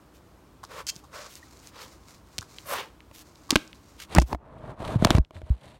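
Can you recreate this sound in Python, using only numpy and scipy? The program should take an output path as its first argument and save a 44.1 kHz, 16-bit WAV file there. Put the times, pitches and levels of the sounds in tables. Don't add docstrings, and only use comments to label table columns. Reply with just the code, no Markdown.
import sys
import numpy as np
from scipy import signal
from scipy.fft import rfft, irfft
from scipy.io import wavfile
from scipy.ndimage import uniform_filter1d

SR = 44100
rng = np.random.default_rng(int(sys.argv[2]) if len(sys.argv) > 2 else 0)


def file_out(sig):
    cols = np.atleast_2d(sig).T
    lim = np.clip(cols, -1, 1)
    pcm = np.round(lim * 32767).astype(np.int16)
    wavfile.write(sys.argv[1], SR, pcm)


N = 255339
TIME = np.arange(N) / SR
FALL_S = 4.2
FLAT_S = 4.38


def amp(db):
    return 10 ** (np.asarray(db) / 20)


def unit(x):
    return x / np.sqrt(np.sum(x ** 2))


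def colour(x, points):
    hz, db = np.transpose(points)
    f = np.maximum(np.arange(N // 2 + 1) * SR / N, 1)
    curve = amp(np.interp(np.log(f), np.log(hz), db))
    y = irfft(rfft(x) * curve, N)
    return y / y.std()


def resonate(x, hz, q):
    w = 2 * np.pi * min(hz, SR / 3) / SR
    a = np.sin(w) / (2 * q)
    return signal.lfilter([a, 0, -a], [1 + a, -2 * np.cos(w), 1 - a], x)


def low_cut(x, hz):
    return signal.sosfilt(signal.butter(2, hz, "high", fs=SR, output="sos"), x)


def fade(t, t60):
    return np.exp(-np.log(1000) * t / t60)


def hann(seconds):
    w = np.hanning(int(seconds * SR) + 3)
    return w / w.sum()


def stroke(start, end, edge):
    gate = (TIME > start) * (TIME < end) * 1.
    return np.clip(signal.fftconvolve(gate, hann(edge), "same"), 0, 1)


def walk(rate):
    k = max(int(SR / rate), 1)
    steps = np.repeat(rng.standard_normal(N // k + 1), k)[:N]
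    y = uniform_filter1d(steps, k)
    return y / y.std()


def friction(grain_db, grain_rate):
    y = rng.standard_normal(N) * amp(grain_db * walk(grain_rate))
    return y / y.std()


def grit(per_s, spread_db):
    chance = rng.random(N)
    size = np.minimum(rng.exponential(size=N), 4)
    sign = rng.choice([-1, 1], N)
    y = (chance < per_s / SR) * sign * amp(spread_db * size)
    return y / y.std()


def add(out, s, x):
    i = int(s * SR)
    out[i:i + len(x)] += x[:N - i]


# (frequency [Hz], relative gain [dB])
AIR_COLOUR = [(22, -37), (59, 1.5), (242, -7.5), (310, -3.5), (363, -9), (796, -15), (1100, -13.5),
              (2000, -25), (4140, -29), (16000, -37.5)]


def room_tone(air_db=-55, covered_db=-17, hum_hz=58, hum_db=-64):
    air = amp(air_db) * colour(rng.standard_normal(N), AIR_COLOUR)
    hum = resonate(rng.standard_normal(N), hum_hz, q=5.8)
    bed = air + amp(hum_db) * hum / hum.std()
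    return bed * amp(covered_db * (TIME > FALL_S))


# (frequency [Hz], relative gain [dB])
FUR_COLOUR = [(300, 4.5), (1200, 4.5), (6500, -1.5), (9000, -5.5), (13000, -4.5), (16000, -6)]
# (start [s], end [s], level [dB], centre [Hz])
BRUSH_STROKES = [(0.143, 0.18, -59, 7000), (0.94, 1, -57, 6000), (1.294, 1.394, -53, 7350),
                 (1.625, 1.697, -55, 5760), (1.805, 1.847, -45.5, 3900), (3.139, 3.225, -52.5, 7760),
                 (3.521, 3.63, -56.5, 2600), (3.991, 4.045, -44, 2870), (4.16, 4.235, -53, 4580),
                 (4.264, 4.343, -53.5, 9000)]


def brushing(grit_db=-4, q=0.32, edge_s=0.039, low_cut_hz=1500):
    grains = friction(grain_db=2.0, grain_rate=110) + amp(grit_db) * grit(per_s=420, spread_db=4.5)
    hairs = low_cut(colour(grains, FUR_COLOUR), low_cut_hz)
    out = np.zeros(N)
    for start, end, level_db, hz in BRUSH_STROKES:
        band = resonate(hairs, hz, q)
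        swell = stroke(start, end, edge_s + 0.2 * (end - start))
        out += amp(level_db) * band / band.std() * swell
    return out


# (time [s], energy of the board knock [dB], note [Hz])
TOE_SCUFFS = [(.632, -12.5, 1110), (1.038, -24, 1010), (2.417, -16.5, 1300), (2.731, -5.5, 920),
              (3.491, -16.5, 1100)]


def paw_taps(scuff_t60=0.066, q=2.0, rasp_db=-7, rasp_hz=4200, rasp_q=1.0, rasp_t60=0.13):
    out, t = np.zeros(N), TIME[:SR // 10]
    grains = friction(grain_db=4.5, grain_rate=560)
    for s, db, hz in TOE_SCUFFS:
        scuff = grains[int(s * SR):][:len(t)]
        board = unit(resonate(resonate(scuff * fade(t, scuff_t60), hz, q), hz, q))
        rasp = unit(resonate(scuff * fade(t, rasp_t60), rasp_hz, rasp_q))
        add(out, s, amp(db) * (board + amp(rasp_db) * rasp))
    return out


def room_echo(x, wet_db=-22, t60=0.36, centre_hz=2800):
    t = TIME[:SR // 2]
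    reflections = rng.standard_normal(len(t)) * fade(t, t60) * (t > .004)
    tail = unit(resonate(reflections, centre_hz, q=0.047))
    feed = x * np.interp(TIME, [3.8, 4.15], [1, .15])
    return amp(wet_db) * signal.fftconvolve(feed, tail)[:N]


def crack(hz, q=0.79, chatter_db=-11, chatter_t60=0.016, bend_q=1.4):
    t = TIME[:SR // 5]
    push = amp(chatter_db) * unit(rng.standard_normal(len(t)) * fade(t, chatter_t60))
    push[0] += 1
    y = resonate(push, hz, q)
    y = unit(y + 2.1 * resonate(y, hz, q))
    for bend_hz in (hz, hz / 2):
        y = y - 2 * resonate(y, bend_hz, bend_q)
    return y


# (nominal frequency [Hz], relative level [dB], free decay t60 [s])
CASE_MODES = [(340, -3.5, 0.064), (650, -9, 0.034), (870, 7.5, 0.00095), (994, -0.5, 0.01),
              (1450, -12, 0.011), (1520, -35, 0.11), (2220, -17, .018), (2560, -32, 0.12),
              (3480, -37, 0.11)]


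def case_ring(s, detune=0.04, pressed_t60=0.043):
    t = TIME[:SR // 5]
    longest = pressed_t60 if s > FALL_S else np.inf
    ring = np.zeros(len(t))
    for hz, db, t60 in CASE_MODES:
        mode_hz = hz * (1 + detune * rng.standard_normal())
        ring += amp(db) * np.sin(2 * np.pi * mode_hz * t) * fade(t, min(t60, longest))
    return unit(ring)


# (time [s], energy of the crack [dB], centre [Hz])
LIGHT_TICKS = [(.650, -23, 4870), (.868, -13.5, 5900), (0.957, -25, 6000), (0.963, -19.5, 5300),
               (1.3546, -19, 6000), (1.6725, -22, 5830), (2.4102, -19, 5770), (2.585, -15, 3130),
               (2.736, -14.5, 2380), (3.0049, -26.5, 2440), (3.357, -31.5, 3970), (3.518, -9, 5060),
               (3.572, -15.5, 3500), (3.677, -27, 5470), (3.73, -21.5, 2700), (4.1687, -2, 1510),
               (4.2, -10.5, 5500), (4.85, -19, 3180), (5.1113, -4, 2980), (5.166, -17.5, 5030),
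               (5.2485, -30.5, 2930), (5.366, -25.5, 1810)]


def ticks(case_db=-15, q=1.4):
    out = np.zeros(N)
    for s, db, hz in LIGHT_TICKS:
        contact = unit(resonate(crack(hz), hz, q))
        add(out, s, amp(db) * (contact + amp(case_db) * case_ring(s)))
    return out


# (frequency [Hz], relative gain [dB])
NOSE_COLOUR = [(150, -21), (350, -18.5), (560, -0.5), (780, -14), (1080, -2.5), (1600, -9.5), (2250, -13.5),
               (3200, -17), (7000, -23), (15000, -32.5)]
# (start [s], end [s], first level [dB], last level [dB], softness of the edges [s],
# shift of the nose resonances [ratio], hiss level [dB], hiss centre [Hz])
SNORT_PUFFS = [(0.692, 0.809, -49, -38, 0.046, 0.95, -62, 5500),
               (1.135, 1.272, -40.5, -47.5, 0.074, 1.015, -51, 5500),
               (1.753, 1.833, -45, -47.5, 0.14, 0.93, -53, 4400),
               (2.683, 2.735, -33.5, -32, 0.11, 1.02, -39, 11500),
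               (2.746, 2.797, -34, -34, 0.14, 0.84, -39.5, 2680)]


def snorts(hiss_q=1.0, wet_db=-8, release_edges=1.58):
    air, out = friction(grain_db=1.5, grain_rate=300), np.zeros(N)
    spray = friction(grain_db=2.5, grain_rate=350) + amp(wet_db) * grit(per_s=190, spread_db=1.0)
    jet = colour(spray, FUR_COLOUR)
    for start, end, first_db, last_db, edge, shift, hiss_db, hiss_hz in SNORT_PUFFS:
        nose = colour(air, [(hz * shift, gain_db) for hz, gain_db in NOSE_COLOUR])
        hiss = resonate(resonate(jet, hiss_hz, hiss_q), hiss_hz, hiss_q)
        flow = amp(np.interp(TIME, [start, end], [first_db, last_db]))
        release = fade(np.maximum(TIME - end, 0), release_edges * edge)
        puff = stroke(start, np.inf, edge) * release
        out += (flow * nose + amp(hiss_db) * hiss / hiss.std()) * puff
    return out


# (frequency [Hz], relative gain [dB])
SCRAPE_COLOUR = [(500, -32), (1500, -12), (2500, -5.5), (3800, -7.5), (4450, 2), (7000, 0.5), (9000, -10.5),
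                 (16000, -18)]
# (time [s], level [dB])
CLAW_PRESSURE = [(0.867, -32.5), (.879, -39.5), (.885, -29.5), (.903, -31)]


def claw_scrape(grit_db=1, ring_hz=3170, ring_db=13, tail_db=-16, tail_t60=0.1, skip_db=2.0):
    when, press_db = np.transpose(CLAW_PRESSURE)
    start, end = when[0], when[-1]
    tail = amp(tail_db) * (TIME > end) * fade(np.maximum(TIME - end, 0), tail_t60)
    contact = stroke(start, end, 0.0033) + tail
    pressure = contact * amp(np.interp(TIME, when, press_db) + skip_db * walk(260))
    grains = friction(grain_db=-0.5, grain_rate=700) + amp(grit_db) * grit(per_s=700, spread_db=1.5)
    slips = colour(grains, SCRAPE_COLOUR) * pressure
    return slips + amp(ring_db) * resonate(slips, ring_hz, q=140)


# (time [s], level before build-up and decay [dB],
# first pitch [Hz], last pitch [Hz], decay t60 before the choke [s])
BODY_BLOWS = [(0.962, -36, 197, 137, 0.034), (2.389, -27.5, 151, 91, 0.051), (3.5262, -12, 290, 264, 0.035),
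              (3.558, -1, 270, 238, 0.021), (4.171, -2.5, 159.6, 110, 0.029), (4.1801, -5.5, 60, 60, 0.16),
              (4.183, 0, 165, 140, 0.028), (4.2305, -19, 75, 60, 0.06), (4.333, -21, 71.6, 62, 0.12),
              (4.958, -6.5, 166, 107, 0.061), (4.998, -19, 120, 94.5, 0.1), (5.024, -2.5, 226, 141, 0.023),
              (5.052, -5, 296, 72, 0.044), (5.1073, -2, 257, 199, 0.017), (5.1487, -1.5, 157, 68, 0.059),
              (5.183, 9.5, 169, 147, 0.0062), (5.193, -1.5, 61.7, 58, 0.062),
              (5.356, -32.5, 100, 85.3, 0.23), (5.431, -26.5, 89, 70, 0.088),
              (5.503, -5.5, 92, 59.4, 0.098)]


def thumps(rise_cycles=0.2, choke=0.73, settle_s=0.0041):
    out, t = np.zeros(N), TIME[:SR // 4]
    for s, db, first_hz, last_hz, t60 in BODY_BLOWS:
        decay = fade(t, t60) * np.exp(-(choke * t / t60) ** 4)
        cycles = np.cumsum(last_hz + (first_hz - last_hz) * np.exp(-t / settle_s)) / SR
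        build_up = 1 - np.exp(-cycles / rise_cycles)
        add(out, s, amp(db) * np.sin(2 * np.pi * cycles) * decay * build_up)
    return out


# (frequency [Hz], relative gain [dB])
COAT_COLOUR = [(500, -7), (1100, 2.5), (1800, -5.5), (2150, -1.5), (3200, -9.5), (4000, -1.5), (6800, -2),
               (9500, -10), (16000, -16.5)]
# (start [s], end [s], level around which the rustle wavers [dB])
COAT_SHIFTS = [(1.265, 1.717, -59), (1.82, 1.96, -55), (2.027, 2.177, -57.5), (2.28, 2.43, -60),
               (2.473, 2.7, -53), (3.23, 4.017, -63.5)]


def coat_rustle(grit_db=-2, waver_db=2.0, waver_rate=35, edge_s=0.15):
    grains = friction(grain_db=2.0, grain_rate=120) + amp(grit_db) * grit(per_s=520, spread_db=4.5)
    motion = sum(amp(db) * stroke(start, end, edge_s) for start, end, db in COAT_SHIFTS)
    return colour(grains, COAT_COLOUR) * motion * amp(waver_db * walk(waver_rate))


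# (start [s], end [s], peak level [dB], first pitch [Hz], last pitch [Hz])
PAD_SQUEAK = (1.424, 1.439, -45, 1720, 2040)


def squeak():
    start, end, db, first_hz, last_hz = PAD_SQUEAK
    cycles = np.cumsum(np.interp(TIME, [start, end], [first_hz, last_hz])) / SR
    swell = np.sin(np.interp(TIME, [start, end], [0, np.pi])) ** 2
    return amp(db) * np.sin(2 * np.pi * cycles) * swell


# (time [s], delay of the flat landing [s],
# crack energy [dB], crack centre of the flat landing [Hz], case energy [dB], hollow note at first [Hz])
CASE_KNOCKS = [(2.3826, 0.0041, -4.5, 3870, -18, 650), (3.113, 0.0011, -34, 2200, -24.5, 596),
               (3.506, 0.0025, 6.5, 4280, -4.5, 1120), (3.557, 0.0036, 8, 2550, 9, 1543),
               (4.15, .0004, -3.5, 6030, -2, 1010), (4.1624, 0.00087, -6.5, 1510, 2.5, 310),
               (4.184, 0.00151, 5, 2050, 13, 818), (4.2181, 0.0038, -13, 5600, -3.5, 286),
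               (4.329, 0.0011, -20.5, 4340, -1, 870), (4.348, 0.00096, -26, 1600, -5, 693),
               (5.0235, 0.0015, -21, 1390, -5, 1000), (5.048, 0.0017, 5.5, 3560, 7, 1500),
               (5.071, 0.0015, -14, 2780, -1, 900), (5.1054, 0.00056, 3, 2830, 7, 1250),
               (5.1506, 0.0018, -11, 2530, -4, 960), (5.183, 0.0012, -19.5, 4440, -5, 900),
               (5.3083, 0.00093, -36, 2610, -22.5, 900), (5.4174, 0.00055, -35, 2500, -18.5, 720)]


def knocks(edge_db=-1, edge_brighter=1.03, edge_ring_db=-7, flat_db=-1, flat_ring_db=-3,
           note_db=-2, note_t60=0.017, octave_s=0.003):
    out, t = np.zeros(N), TIME[:SR // 5]
    for s, flat_after, crack_db, hz, case_db, note_hz in CASE_KNOCKS:
        ring = amp(case_db) * case_ring(s)
        cycles = np.cumsum(note_hz / (1 + (s > FLAT_S) * t / octave_s)) / SR
        note = amp(case_db + note_db) * unit(np.sin(2 * np.pi * cycles) * fade(t, note_t60))
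        edge_crack = amp(crack_db + edge_db) * crack(hz * edge_brighter)
        flat_crack = amp(crack_db + flat_db) * crack(hz)
        add(out, s, edge_crack + amp(edge_ring_db) * ring + note)
        add(out, s + flat_after, flat_crack + amp(flat_ring_db) * ring)
    return out


# (start [s], end [s], level [dB], centre [Hz])
EDGE_JUDDERS = [(3.513, 3.54, -36, 1050), (4.15, 4.181, -32, 890), (4.184, 4.232, -50.5, 5000)]


def judders(q=0.69):
    skips, out = grit(per_s=1300, spread_db=3.5), np.zeros(N)
    for start, end, db, hz in EDGE_JUDDERS:
        band = resonate(resonate(skips, hz, q), hz, q)
        out += amp(db) * band / band.std() * stroke(start, end, 0.0033)
    return out


# (frequency [Hz], relative gain [dB])
RUSH_COLOUR = [(40, 11), (130, 12.5), (380, 4), (620, 6), (1100, -3.5), (1750, -11.5), (2600, -21.5),
               (8000, -51.5)]
HISS_COLOUR = [(600, -15.5), (1800, 5), (2600, 3), (4000, 3.5), (5200, -8), (7200, -8), (9200, -6.5),
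               (12000, -15), (16000, -27.5)]
# (start [s], end [s], rush level midway [dB],
# hiss level midway [dB], swell of the rush from start to end [dB], release t60 [s])
PHONE_SHOVES = [(4.112, 4.185, -36.5, -43, 2.5, 0.057), (4.283, 4.335, -37.5, -59, 17, 0.0088),
                (4.403, 4.716, -48.5, -72.5, 17.5, 0.13), (4.798, 4.955, -34, -50, 3, 0.082),
                (5.008, 5.183, -32, -44, 1.5, 0.025), (5.35, 5.372, -47.5, -56, -2, 0.18),
                (5.445, 5.509, -53, -64, 4, 0.51), (5.627, 5.758, -52, -59.5, -7, 0.44)]


def sliding(grit_db=-5, creep_db=-59, skip_db=-9.5, skip_hz=970, skip_q=1.8, hiss_growth=1.32, attack_s=0.1):
    body = colour(friction(grain_db=2.0, grain_rate=320), RUSH_COLOUR)
    skips = resonate(resonate(grit(per_s=700, spread_db=3.5), skip_hz, skip_q), skip_hz, skip_q)
    body = body + amp(skip_db) * skips / skips.std()
    catches = friction(grain_db=2.5, grain_rate=160) + amp(grit_db) * grit(per_s=500, spread_db=4)
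    hiss = colour(catches, HISS_COLOUR)
    out = amp(creep_db) * body * stroke(FLAT_S, 5.25, attack_s)
    for start, end, rush_db, hiss_db, swell_db, release in PHONE_SHOVES:
        push = stroke(start, np.inf, attack_s) * fade(np.maximum(TIME - end, 0), release)
        speed = amp(swell_db * np.interp(TIME, [start, end], [-.5, .5]))
        rush = amp(rush_db) * speed * body
        out += push * (rush + amp(hiss_db) * speed ** hiss_growth * hiss)
    return out


def floorboard(x, hz=631, db=2, q=26):
    return x + amp(db) * resonate(x * (TIME > FLAT_S), hz, q)


def scene():
    near = paw_taps() + ticks() + snorts() + claw_scrape() + thumps() + squeak() + knocks() + judders()
    on_boards = floorboard(near + sliding())
    return (room_tone() + brushing() + on_boards + room_echo(near) + coat_rustle())[None]


def record(dry, dip_hz=10700, dip=0.45, low_cut_hz=24, top_hz=16000):
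    heard = low_cut(dry - dip * resonate(dry, dip_hz, q=14), low_cut_hz)
    heard = heard / (1 + heard ** 8) ** (1 / 8)
    return signal.sosfilt(signal.ellip(10, .2, 70, top_hz, fs=SR, output="sos"), heard)


dry = scene()
out = record(dry)
file_out(out)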